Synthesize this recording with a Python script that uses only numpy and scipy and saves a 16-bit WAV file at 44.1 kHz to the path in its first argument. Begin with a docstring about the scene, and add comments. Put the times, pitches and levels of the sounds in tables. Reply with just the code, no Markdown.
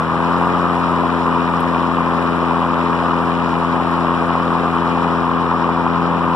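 """A battery lawn mower on grass, heard from the handle on a phone.
At first the motor gains its last bit of speed, overshoots a little and settles, while the phone leans off.
All along, the two-tipped blade hums and chops the rushing air into gusts, which the deck makes roar near 1 kHz.
Now and then the turbulent roar peaks in a short, strong pulse or the plastic housing ticks.
Near the end the phone leans again and the treble dulls."""
import sys
import numpy as np
from scipy import signal
from scipy.fft import rfft, irfft
from scipy.io import wavfile
from scipy.ndimage import uniform_filter1d

SR = 44100
rng = np.random.default_rng(int(sys.argv[2]) if len(sys.argv) > 2 else 0)


def log_audio(samples):
    """Write samples as a 16-bit WAV file to the path given in sys.argv[1]."""
    # one column per channel
    frames = np.atleast_2d(samples).T
    # limit to full scale, then quantise
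    limited = np.clip(frames, -1, 1)
    pcm = np.round(limited * 32767).astype(np.int16)
    wavfile.write(sys.argv[1], SR, pcm)


N = 280035
TIME = np.arange(N) / SR
FREQS = np.maximum(np.fft.rfftfreq(N, 1 / SR), 1)


def undb(db):
    """Decibels to gain."""
    return 10 ** (np.asarray(db) / 20)


def curve(table, axis=1):
    """One column of a table, joined by straight lines in time."""
    rows = np.array(table)
    return np.interp(TIME, rows[:, 0], rows[:, axis])


def across(table, axis=1):
    """One column of a table, joined by straight lines in log frequency."""
    rows = np.array(table)
    return np.interp(np.log(FREQS), np.log(rows[:, 0]), rows[:, axis])


def walk(hz):
    """Smooth chance with a spread near 1: random steps, averaged twice to round them off."""
    k = int(SR / hz)
    steps = np.repeat(rng.standard_normal(N // k + 1), k)
    return 1.3 * uniform_filter1d(uniform_filter1d(steps, k), k)[:N]


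CRUISE_HZ, SAG_HZ_PER_S = 42.66, 0.0115  # the speed sags with the battery
SPIN_UP_HZ, SPIN_UP_S = 3.88, .254
OVERSHOOT_HZ, SETTLE_S = 1.75, .776


def shaft_hz():
    """Turns per second: cruise speed, less what the spin-up still lacks, plus the governor's overshoot."""
    lacking = SPIN_UP_HZ * np.exp(-(TIME / SPIN_UP_S) ** 2)
    overshoot = OVERSHOOT_HZ * np.exp(-(TIME / SETTLE_S) ** 2)
    return CRUISE_HZ - SAG_HZ_PER_S * TIME - lacking + overshoot


# How the hum's two strongest lines rise and fall; only the change about each one's median counts.
# Each row: time in seconds, fourth order in dB, sixth order in dB.
LINE_LEVELS = [(0.06, -26.5, -28), (0.27, -26, -25), (0.58, -24, -26.5), (1.12, -27, -24), (1.61, -26, -24),
               (1.87, -26.5, -24.5), (5.85, -26.5, -25.5), (6.02, -23.5, -25), (6.3, -25, -25)]
STRONG_ORDERS = (4, 6)
HUM_SPEED_POWER = 4.3  # the other lines grow as this power of the shaft speed


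def line_gain(order, speed):
    """Gain of one hum line: the two strongest have their own curves, the rest follow the speed."""
    if order not in STRONG_ORDERS:
        return speed ** HUM_SPEED_POWER
    db = curve(LINE_LEVELS, axis=1 + STRONG_ORDERS.index(order))
    return undb(db - np.median(db))


# Phase by which the right channel trails the left, for hum and air alike.
# Each row: frequency in Hz, phase lag in radians (below zero, the right channel leads).
RIGHT_LAG = [(45, -3), (140, -.3), (260, 0), (420, -.9), (520, -.15), (1050, -.05), (1550, .65),
             (2150, 3.14), (3200, 6.28), (4350, 9.4), (5050, 12.3), (5650, 12.8), (6300, 15.7),
             (7500, 18.5)]
# The lines of the blade hum: even orders come from the two tips, odd ones from their slightly uneven spacing.
# Each row: order (cycles per shaft turn), usual left level in dB rms, usual right level in dB rms.
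HUM = [(1, -45, -51), (2, -29, -56), (3, -40, -41), (4, -24.5, -28.5), (5, -31.5, -39.5), (6, -21.5, -31),
       (7, -41, -37.5), (8, -27, -36.5), (9, -55, -54), (10, -28.5, -38.5), (11, -50, -49.5),
       (12, -37, -34), (13, -40.5, -43), (14, -42.5, -41), (16, -38, -44.5)]


def blade_hum(turns, speed, waver_db=0.22, high_waver_db=1.2, dispersion=0.0894, delay_turns=0.78):
    """Pressure pulses of the blade, smeared by the deck; the high orders waver most in the turbulence."""
    out = np.zeros((2, N))
    for order, left_db, right_db in HUM:
        order = round(order)
        # the deck shifts each order by its own phase, in radians
        angle = 2 * np.pi * order * (turns - delay_turns) + dispersion * order ** 2
        # the tips pass slightly unevenly in time, which puts the odd orders a quarter cycle off
        angle = angle + order % 2 * np.pi / 2
        waver = undb((waver_db + high_waver_db * (order / len(HUM)) ** 2) * walk(9))
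        right_lag = np.interp(order * CRUISE_HZ, *np.transpose(RIGHT_LAG))
        line = np.cos(angle - np.array([[0], [right_lag]]))
        out += undb([[left_db], [right_db]]) * line_gain(order, speed) * waver * line
    return np.sqrt(2) * out  # rms to peak


def gusts(cycles, swing_db, scatter_db, peakedness):
    """Gain of the air flow: one gust a cycle, each of its own strength, with the mean power kept at 1."""
    angle = 2 * np.pi * cycles
    strength = np.interp(cycles + 1, np.arange(1000), rng.standard_normal(1000))
    shape = np.cos(angle) + peakedness * np.cos(2 * angle)
    gain = undb(swing_db * shape + scatter_db * strength)
    return gain / np.sqrt(np.mean(gain ** 2))


# The phone leans off to one side, which changes what reaches it.
# Each row: start in seconds, end in seconds, change of roar, of hiss and of top sizzle in dB.
LEANS = [(-.3, .9, 1.2, 0.1, .6), (5.2, 6.25, 0.54, -0.9, -3)]
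LEAN_TAKES_S = .35
AIR_SPEED_POWER = 2.2  # the air's gain grows as this power of the shaft speed


def air_flows(speed, surge_db=0.2, surge_hz=4.02, rumble_db=1.5, rumble_hz=4.):
    """Gain of each register: all follow the speed, roar and rumble surge, leaning shifts roar, hiss and sizzle."""
    drive = speed ** AIR_SPEED_POWER
    lean_db = 0
    for start, end, *change_db in LEANS:
        leaning = np.clip(.5 + np.minimum(TIME - start, end - TIME) / LEAN_TAKES_S, 0, 1)
        lean_db = lean_db + np.outer(change_db, leaning)
    roar, hiss, sizzle = drive * undb(lean_db)
    roar = roar * undb(surge_db * walk(surge_hz))  # surges by chance
    rumble = drive * undb(rumble_db * walk(rumble_hz))
    return [rumble, drive, drive, roar, hiss, hiss, sizzle]  # low register to high


# Each register (band of pitch) of the rushing air swells at its own blade angle.
# Each row: centre in Hz, gusts per turn, delay in gust cycles, swing in dB,
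# scatter from gust to gust in dB, peakedness from 0 to 1.
GUSTS = [(35, 1, 0.31, -1, 0.5, .1), (216, 2, 0.1, 3, 0.2, 0), (549, 2, 0.097, 4, 1.3, 0.1),
         (1109, 2, 0.2, 3, 0.66, 0.2), (2940, 2, 0.83, 3, 1.24, 0.54), (5480, 1, 0.29, 1.06, 1.6, .9),
         (8500, 2, 0.76, .5, 1, .3)]
# The broad colour of the rushing air, before the housing's peaks and hollows.
# Each row: frequency in Hz, left level in dB per Hz, right level in dB per Hz.
AIR = [(25, -70, -79.5), (91.5, -68, -62), (188, -53, -60.5), (404, -54.5, -54.5), (632, -54.5, -55),
       (831, -49.5, -51.5), (1064, -45, -46), (1200, -48, -48.5), (1574, -56.5, -61), (2070, -64, -66.5),
       (2840, -69.5, -72.5), (4300, -73.5, -75.5), (6230, -88, -87.5), (10370, -90.5, -102),
       (14400, -110, -115)]
# Peaks and hollows that the deck and housing add.
# Each row: frequency in Hz, width in Hz, height in dB.
HOUSING = [(954, 71, 2), (1033, 90, -0.5), (1202, 160, 2.14), (2180, 120, -1.5), (2430, 150, 6),
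           (2610, 200, 0), (2910, 190, 5.5), (4500, 550, -7), (5040, 150, -4), (5410, 270, 4),
           (5950, 550, -2.5)]
# How much of the air both channels have in common.
# Each row: frequency in Hz, shared part of the power from 0 to 1.
SHARED = [(90, .2), (170, .75), (270, .5), (420, .8), (600, .93), (1050, .995), (1500, .92), (2150, .87),
          (3500, .76), (4700, .6), (5400, .92), (6400, .8), (8500, .25), (13000, .1)]


def rushing_air(turns, speed):
    """Turbulence chopped by the blade and coloured by the deck, partly shared by the two channels."""
    centres = np.log([row[0] for row in GUSTS])
    eddies = 0  # three spectra: heard in both channels, in the left alone, in the right alone
    # "own" is 1 at this register's centre and 0 at the others, so neighbours crossfade
    for (_, per_turn, delay, *shape), flow, own in zip(GUSTS, air_flows(speed), np.eye(len(GUSTS))):
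        gate = flow * gusts(round(per_turn) * turns - delay, *shape)
        register = np.sqrt(np.interp(np.log(FREQS), centres, own))
        eddies = eddies + register * rfft(gate * rng.standard_normal((3, N)))
    housing_db = sum(db / (1 + (2 * (FREQS - hz) / width) ** 2) for hz, width, db in HOUSING)
    share = np.clip(across(SHARED), 0, 1)
    common = np.sqrt(share) * eddies[0]
    apart = np.sqrt(1 - share) * eddies[1:]
    lagging = common * np.exp(-1j * across(RIGHT_LAG))
    left = (common + apart[0]) * undb(across(AIR, axis=1))
    right = (lagging + apart[1]) * undb(across(AIR, axis=2))
    return irfft(np.array([left, right]) * undb(housing_db), N) * np.sqrt(SR / 2)


# Moments when the turbulent roar peaks in a short, strong pulse.
# Each row: start in seconds, peak of the pulse in dB.
ROAR_PEAKS = [(0.47, -4), (1.761, -5), (1.984, -5.5), (4.047, -5), (4.306, -5.5), (4.353, -3.5),
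              (4.552, -5.5), (4.974, -7), (5.69, -3.5), (5.865, -3)]
PULSE_S = .0011  # from the pulse's peak to where it has faded to about a third


def add_roar_peaks(air, deck_hz=950, rise_s=0.00159):
    """The deck's roar briefly gathers into one suction pulse that rings for a couple of cycles."""
    roar = irfft(rfft(air) / (1 + (FREQS / (2 * deck_hz)) ** 8), N)  # the air without its treble
    out = air.copy()
    for start, db in ROAR_PEAKS:
        near = np.abs(TIME - start) < .02
        age = TIME[near] - start - rise_s
        gathered = np.exp(-(age / PULSE_S) ** 2)
        pulse = -undb(db) * np.cos(2 * np.pi * deck_hz * age)
        out[:, near] += gathered * (pulse - roar[:, near])  # the pulse takes the roar's place
    return out


# Small ticks of the plastic housing.
# Each row: start in seconds, level in dB before the colour and gain below.
TICKS = [(1.6028, -38), (1.6075, -37), (2.2394, -52), (3.913, -44), (4.5794, -51)]
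# The bright colour of the ticks. Each row: frequency in Hz, gain in dB.
TICK_COLOUR = [(3000, -35), (6500, -10), (9000, 4), (12500, 0), (14500, -16)]


def ticks(decay_s=0.002, gain_db=7.0, right_db=-7.0):
    """Bright, dry clicks, louder on the left: noise that starts at once and dies away fast."""
    bursts = 0
    for start, db in TICKS:
        bursts = bursts + undb(db) * (TIME >= start) * np.exp(-np.abs(TIME - start) / decay_s)
    clicks = irfft(rfft(bursts * rng.standard_normal((2, N))) * undb(across(TICK_COLOUR)), N)
    return clicks * undb([[gain_db], [gain_db + right_db]])


START_TURNS = 0.0945  # blade angle at the start, in turns


def scene():
    """One shaft drives both the hum and the gusts."""
    hz = shaft_hz()
    turns = START_TURNS + np.cumsum(hz) / SR
    speed = hz / CRUISE_HZ
    return blade_hum(turns, speed) + add_roar_peaks(rushing_air(turns, speed)) + ticks()


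TOP_HZ = 14000


def record(dry):
    """The phone drops the deepest rumble, below 18 Hz, and cuts the top."""
    thin = signal.sosfilt(signal.butter(2, 18, "high", fs=SR, output="sos"), dry)
    return signal.sosfilt(signal.ellip(8, .2, 70, TOP_HZ, fs=SR, output="sos"), thin)


dry = scene()
out = record(dry)
log_audio(out)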